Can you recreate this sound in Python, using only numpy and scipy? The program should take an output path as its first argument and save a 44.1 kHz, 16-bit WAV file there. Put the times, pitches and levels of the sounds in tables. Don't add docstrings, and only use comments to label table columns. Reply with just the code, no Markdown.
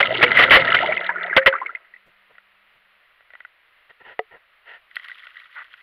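import sys
import numpy as np
from scipy import signal
from scipy.fft import rfft, irfft, next_fast_len
from scipy.io import wavfile
from scipy.ndimage import uniform_filter1d, minimum_filter1d

SR = 44100
rng = np.random.default_rng(int(sys.argv[2]) if len(sys.argv) > 2 else 0)


def waveform_to_disk(signal):
    frames = np.transpose(np.atleast_2d(signal))
    scaled = np.clip(frames, -1, 1) * 32767
    samples = np.round(scaled).astype(np.int16)
    wavfile.write(sys.argv[1], SR, samples)


N = 256662
T = np.arange(N) / SR
DIVE_S, SURFACE_S = 0.95, 4.89


# time_s, level_db
CHURN_LEVELS = [(0.0, -26.5), (0.262, -22.5), (0.398, -24.5), (0.544, -18.5), (1.076, -31.5), (1.432, -29),
                (1.564, -34), (1.75, -46.5)]
def churn_db(t, calm_db_per_s=107):
    times, levels = np.transpose(CHURN_LEVELS)
    return np.interp(t, times, levels) - calm_db_per_s * np.maximum(t - times[-1], 0)


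def churn():
    surge, sunk = undb(2.8 * wander(110)), depth(T)
    water = froth(surge) + slosh(sunk) + spray(surge, sunk) + rumble(sunk)
    return undb(churn_db(T)) * water


# frequency_hz, gain_db
FROTH_SPECTRUM = [(530, -39), (900, -3.5), (1140, -20.5), (1310, 0), (1540, -4.5), (1810, -1.5), (2010, 7),
                  (2460, -12), (2920, -16), (3750, -33), (4390, -33), (5000, -49), (6500, -79),
                  (11000, -120)]
def froth(surge, gain_db=1):
    bubbles = fizz(1150, 2800, cycles=19, spread_db=2.5, click_db=-0.5, count=2400) * surge
    return unit(colour(bubbles, FROTH_SPECTRUM)) * undb(gain_db)


# frequency_hz, gain_db
SLOSH_SPECTRUM = [(60, -28.5), (210, -19.5), (330, -6.5), (480, -2.5), (680, 5), (820, -12), (1000, -1),
                  (1250, -14), (1700, -58.5)]
def slosh(sunk, gain_db=-6.5, sunk_db=-6):
    water = bubble_cloud(350, 1000, cycles=22, spread_db=3, count=700) + 2.6 * rng.standard_normal(N)
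    return unit(colour(water, SLOSH_SPECTRUM)) * undb(gain_db + sunk_db * sunk)


# frequency_hz, gain_db
SPRAY_SPECTRUM = [(1800, -20.5), (2900, 4.5), (3600, -2.5), (4500, -16), (6000, -44.5), (8000, -67.5),
                  (11000, -63.5), (15000, -77)]
def spray(surge, sunk, gain_db=-7, sunk_db=-27.5):
    bubbles = fizz(2600, 4700, cycles=15, spread_db=7, click_db=4.5, count=1500) * surge
    return unit(colour(bubbles, SPRAY_SPECTRUM)) * undb(gain_db + sunk_db * sunk)


# frequency_hz, gain_db
TUB_SPECTRUM = [(25, -11), (70, -6), (160, 2), (300, -0.5), (450, -11.5), (900, -53.5)]
def rumble(sunk, gain_db=-18, sunk_db=-27.5):
    return unit(colour(rng.standard_normal(N), TUB_SPECTRUM)) * undb(gain_db + sunk_db * sunk)


# start_s, length_s, level_db, pocket_hz, pocket_db
WAVE_SLAPS = [(0.003, .007, -9, 563, -20), (0.227, 0.010, 0, 490, -12.5), (0.355, 0.054, -17, 494, -36.5),
              (0.388, 0.056, -12, 516, -28), (0.507, 0.062, -1, 532.6, -10.5),
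              (0.7445, 0.0056, -8, 536, -31.5), (1.365, 0.011, -3.5, 534.4, -8),
              (1.461, 0.016, -4.5, 538.5, -10)]
# frequency_hz, gain_db
SLAP_SPECTRUM = [(15, -51), (25, -22.5), (284, -18), (606, -8), (980, -10.5), (1350, -2), (1660, -4.5),
                 (2000, 4), (2450, -7.5), (3020, -6), (4660, -30.5), (6000, -46.5), (7800, -71),
                 (13200, -120)]
def slaps(attack_s=0.0008, tail_s=0.0065, pocket_t60_s=0.17):
    out, t = np.zeros(N), T[:int(.3 * SR)]
    impacts = unit(colour(clicks(5000, spread_db=2.5), SLAP_SPECTRUM))
    for start, length, db, pocket_hz, pocket_db in WAVE_SLAPS:
        envelope = np.minimum(t / attack_s, 1) * np.exp(-np.maximum(t - length, 0) / tail_s)
        i = int(start * SR)
        add(out, start, undb(db) * envelope * impacts[i:i + len(t)])
        add(out, start + length, undb(pocket_db) * ring(pocket_hz, pocket_t60_s))
    return out


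# start_s, level_db, pitch_hz
CLOSE_PLOPS = [(.028, -5, 2064), (.105, -14, 636), (.217, -11, 2190), (.3165, -4, 1948), (.371, -1.5, 1946),
               (.677, -9.5, 1820), (.742, -6.5, 1405), (.767, -7.5, 2070), (.787, -12, 1837),
               (.824, -15.5, 699), (.834, -16, 880), (.888, -14, 617), (.9215, -12, 2180),
               (.9694, -10, 2008), (1.091, -11, 1657), (1.091, -18, 926), (1.158, -18, 1411),
               (1.248, -25, 695), (1.328, -13, 1620), (1.38, -8.5, 1520), (1.426, -16.5, 1810),
               (1.5262, -13, 1480), (1.537, -18, 1150), (1.552, -15.5, 1307), (1.615, -19, 1010),
               (1.661, -18, 2117), (1.692, -24, 1345), (1.750, -19, 2035), (1.938, -34, 1900),
               (1.962, -39, 1970)]
def plops(cycles=61, swell_s=0.0014, shed_db=-10, band_hz=(280, 4000)):
    out = np.zeros(N)
    for start, db, hz in [*CLOSE_PLOPS, *stray_plops()]:
        t60 = cycles / hz
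        bubble = ring(hz, t60, glide=0.13)
        bubble *= 1 - np.exp(-T[:len(bubble)] / swell_s)
        tick_gain = undb(-7.5 - 8.5 * depth(start))
        gain = undb(db) / np.hypot(1, tick_gain)
        add(out, start, gain * bubble / np.abs(bubble).max())
        add(out, start, gain * tick_gain * tick())
        for lag, detune in rng.random((4, 2)):
            shed_hz = hz * (.7 + .25 * detune + .41 * lag)
            add(out, start + .3 * t60 * lag, gain * undb(shed_db) * ring(shed_hz, .6 * t60))
    return signal.sosfilt(signal.butter(6, band_hz, "bandpass", fs=SR, output="sos"), out)


def stray_plops(low_hz=1250, high_hz=2250, over_db=5, scatter_db=3, count=22):
    when, size, pitch = rng.random((count, 3)).T
    start = (np.arange(count) + when) / count * CHURN_LEVELS[-1][0]
    db = churn_db(start) + over_db + scatter_db * (2 * size - 1)
    return np.column_stack([start, db, low_hz * (high_hz / low_hz) ** pitch])


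# start_s, level_db
SPRAY_SPITS = [(1.003, -36), (1.041, -31), (1.063, -25.5), (1.23, -30.5), (1.262, -35)]
# frequency_hz, gain_db
SPIT_SPECTRUM = [(1000, -59), (2300, -9), (2800, 7.5), (3600, 1.5), (4200, -11.5), (5000, -45), (7000, -65)]
def spits():
    return puffs(SPRAY_SPITS, SPIT_SPECTRUM, swell_s=0.0026)


# start_s, peak_db
CASE_KNOCKS = [(4.1918, -9.5)]
# pitch_hz, gain_db, t60_s
CASE_MODES = [(440, -2.5, 0.072), (556, -2, 0.034), (722, 0.5, 0.046), (950, -1.5, 0.014),
              (1257, -7, 0.028), (1920, 2.5, 0.0092), (3000, -3, 0.0052), (180, -24, 0.0041)]
def knocks(crack_db=-1):
    out = np.zeros(N)
    for start, db in CASE_KNOCKS:
        blow = np.zeros(N)
        add(blow, start, undb(crack_db) * tick(tilt_db=13))
        for k, (hz, mode_db, t60) in enumerate(CASE_MODES):
            add(blow, start, (-1) ** k * undb(mode_db) * ring(hz, t60))
        out += undb(db) * blow / np.abs(blow).max()
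    return out


# start_s, peak_db
CASE_TICKS = [(2.352, -43), (2.382, -34), (3.207, -40.5), (3.304, -35.5), (3.335, -33.5), (3.352, -30.5),
              (3.403, -29.5), (3.449, -26.5), (4.912, -37), (4.966, -13.5), (4.996, -29), (5.084, -32),
              (5.115, -25), (5.269, -27.5), (5.739, -30.5)]
def ticks(wet_tilt_db=-4.5, dry_tilt_db=4.5):
    out = np.zeros(N)
    for start, db in CASE_TICKS:
        add(out, start, undb(db) * tick(wet_tilt_db if start < SURFACE_S else dry_tilt_db))
    return out


def tick(tilt_db=0, decay_s=0.002):
    t = T[:int(.08 * SR)]
    patter = through_case(rng.standard_normal(len(t)) * np.exp(-t / decay_s), tilt_db)
    return patter / np.abs(patter).max()


# centre_hz, width_hz, gain_db
CASE_RESONANCES = [(628.4, 160, -11), (1460, 160, 3), (1970, 74, 13.5), (2830, 1400, -10)]
def through_case(x, tilt_db=0, top_hz=3500):
    rung = np.zeros(len(x))
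    for k, (hz, width, db) in enumerate(CASE_RESONANCES):
        gain = (-1) ** k * undb(db + tilt_db * np.log2(hz / 2000))
        rung += gain * signal.lfilter(*signal.iirpeak(hz, hz / width, fs=SR), x)
    return signal.sosfilt(signal.butter(6, top_hz, fs=SR, output="sos"), rung)


# start_s, level_db
PORT_DROPS = [(4.957, -28.5), (5.084, -38)]
# frequency_hz, gain_db
DROP_SPECTRUM = [(500, -19.5), (2000, 7.5), (4000, 5), (7000, -45), (10500, -12), (15000, -26)]
def spatter():
    return puffs(PORT_DROPS, DROP_SPECTRUM, swell_s=0.00075)


# frequency_hz, gain_db
TRICKLE_SPECTRUM = [(200, -45.5), (700, -39.5), (1100, -12.5), (1430, -8), (1720, -8), (1910, 0.5),
                    (2330, -12.5), (3200, -9), (4300, -23), (6000, -43), (8000, -52), (11000, -35),
                    (15000, -54.5)]
def runoff(level_db=-45, rise_s=0.11, fall_db_per_s=6):
    age = np.maximum(T - SURFACE_S, 0)
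    flow = np.minimum(age / rise_s, 1) * undb(level_db - fall_db_per_s * age)
    spurts = undb(3 * wander(110))
    drips = spurts * fizz(1200, 4500, cycles=22, spread_db=4.5, click_db=6, count=2200)
    return unit(colour(drips, TRICKLE_SPECTRUM)) * flow


# start_s, length_s, level_db
DRAIN_GULP = (5.55, 0.084, -35)
def gulp():
    start, length, db = DRAIN_GULP
    water = bubble_cloud(900, 1800, cycles=40, spread_db=2.5, count=1800) + 1.6 * rng.standard_normal(N)
    return undb(db) * np.sqrt(np.abs(arch(start, length))) * unit(through_case(water))


# start_s, length_s, level_db, low_end_db
CASE_RUBS = [(2.296, 0.029, -52.5, 23), (3.891, 0.03, -46, -0.5), (3.999, 0.033, -47.5, 15),
             (4.033, 0.12, -41.5, 2), (4.302, 0.082, -46, 27), (4.649, 0.14, -41, -25.5)]
# frequency_hz, gain_db
RUB_SPECTRUM = [(18, -53), (30, -23), (294, -23), (469, -6.5), (816, -11), (974, -6), (1140, -24),
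                (1390, -3), (1590, -11), (1850, 3), (2360, -18.5), (2820, -9), (3940, -29), (6000, -57),
                (7800, -76), (13200, -120)]
def rubs(low_hz=900):
    slips = unit(colour(clicks(6000, spread_db=3.5), RUB_SPECTRUM))
    low_end = signal.sosfilt(signal.butter(1, low_hz, fs=SR, output="sos"), slips)
    out = np.zeros(N)
    for start, length, db, low_db in CASE_RUBS:
        out += undb(db) * arch(start, length) * unit(slips + (undb(low_db) - 1) * low_end)
    return out


# start_s, level_db
CASE_NUDGES = [(2.06, -57.5), (2.31, -70), (2.75, -69.5)]
# frequency_hz, gain_db
NUDGE_SPECTRUM = [(20, 0), (70, -15), (150, -5), (260, -16), (600, -7), (1200, -42)]
def nudges():
    return puffs(CASE_NUDGES, NUDGE_SPECTRUM, swell_s=0.011)


# pitch_hz, start_s, end_s, level_db
MOTOR_TONES = [(119, .08, .72, -44), (258, .15, .7, -47), (178, .88, 1.45, -57), (199, 1.85, 3.0, -84)]
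def motor_hum(fade_s=0.08):
    out = np.zeros(N)
    pitch_wobble, level_waver = 1 + .004 * wander(8), undb(1.6 * wander(9))
    for hz, start, end, db in MOTOR_TONES:
        gate = np.clip(np.minimum(T - start, end - T) / fade_s + .5, 0, 1)
        out += np.sqrt(2) * undb(db) * gate * np.sin(2 * np.pi * hz * np.cumsum(pitch_wobble) / SR)
    return out * level_waver


# frequency_hz, gain_db
HISS_SPECTRUM = [(30, -8.5), (139, -19.5), (240, -22.5), (420, -15), (612, -8), (859, -10.5), (1250, -2.5),
                 (2030, -4), (2840, -4.5), (4200, -18), (6300, -45.5), (8200, -42.5), (11000, -28.5),
                 (15000, -33)]
def hiss(level_db=-59, case_hz=1950, width_hz=260):
    noise = colour(rng.standard_normal(N), HISS_SPECTRUM)
    resonance = signal.lfilter(*signal.iirpeak(case_hz, case_hz / width_hz, fs=SR), noise)
    return unit(noise + resonance) * undb(level_db + .5 * wander(14))


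def depth(t, sink_s=0.13):
    return 1 - np.exp(-np.maximum(t - DIVE_S, 0) / sink_s)


def fizz(low_hz, high_hz, cycles, spread_db, click_db, count):
    bursts = clicks(1800, spread_db=4)
    return bubble_cloud(low_hz, high_hz, cycles, spread_db, count) + undb(click_db) * bursts


def bubble_cloud(low_hz, high_hz, cycles, spread_db, count):
    out = np.zeros(N)
    for when, pitch, faintness, life in rng.random((count, 4)):
        hz = low_hz * (high_hz / low_hz) ** pitch
        gain = undb(-spread_db * np.log(.04 + faintness))
        add(out, when * N / SR, gain * ring(hz, cycles * (.5 + life) / hz, glide=.15))
    return unit(out)


def ring(hz, t60, glide=0):
    t = T[:int(max(t60, .002) * SR)]
    return np.sin(2 * np.pi * hz * t * (1 + glide * t / (2 * t60))) * np.exp(-np.log(1000) * t / t60)


def clicks(per_s, spread_db):
    hits = rng.random(N) < per_s / SR
    size = np.minimum(rng.exponential(size=N), 3.5)
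    return unit(hits * rng.choice([-1, 1], N) * undb(spread_db * size))


def puffs(rows, spectrum, swell_s):
    out, age = np.zeros(N), T[:int(.15 * SR)] / swell_s
    for start, db in rows:
        noise = unit(colour(rng.standard_normal(len(age)), spectrum))
        add(out, start, undb(db) * age * np.exp(1 - age) * noise)
    return out


def colour(x, spectrum):
    size = next_fast_len(len(x) + 4096)
    hz, db = np.transpose(spectrum)
    bins_hz = np.maximum(np.arange(size // 2 + 1) * SR / size, 1)
    gain = undb(np.interp(np.log(bins_hz), np.log(hz), db))
    cepstrum = irfft(np.log(gain), size)
    cepstrum[1:size // 2] *= 2
    cepstrum[size // 2 + 1:] = 0
    return irfft(rfft(x, size) * np.exp(rfft(cepstrum)), size)[:len(x)]


def wander(rate_hz):
    hold = max(int(SR / rate_hz), 1)
    steps = np.repeat(rng.standard_normal(N // hold + 1), hold)
    return unit(uniform_filter1d(uniform_filter1d(steps, hold), hold)[:N])


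def arch(start_s, length_s):
    return np.sin(np.pi * np.clip((T - start_s) / length_s, 0, 1))


def undb(db):
    return 10 ** (np.asarray(db) / 20)


def unit(x):
    return x / np.sqrt(np.mean(x ** 2))


def add(out, start_s, sound):
    i = max(int(start_s * SR), 0)
    out[i:i + len(sound)] += sound[:N - i]


def scene():
    water = churn() + slaps() + plops() + spits() + spatter()
    contacts = nudges() + ticks() + knocks() + rubs()
    return (water + contacts + runoff() + gulp() + motor_hum() + hiss())[None]


# frequency_hz, gain_db
CRACKLE_SPECTRUM = [(4000, -35.5), (6500, -20), (8000, -18), (10500, -2), (15000, 1)]
def record(dry, ceiling=0.89, hold_s=0.0008, overload=0.72, top_hz=15500):
    hold = int(hold_s * SR)
    gain = np.minimum(1, ceiling / (np.abs(dry) + 1e-9))
    limited = dry * uniform_filter1d(minimum_filter1d(gain, hold), hold)
    crests = limited - np.clip(limited, -overload, overload)
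    crackling = limited - colour(crests[0], CRACKLE_SPECTRUM)
    return signal.sosfilt(signal.ellip(8, .2, 70, top_hz, fs=SR, output="sos"), crackling)


dry = scene()
out = record(dry)
waveform_to_disk(out)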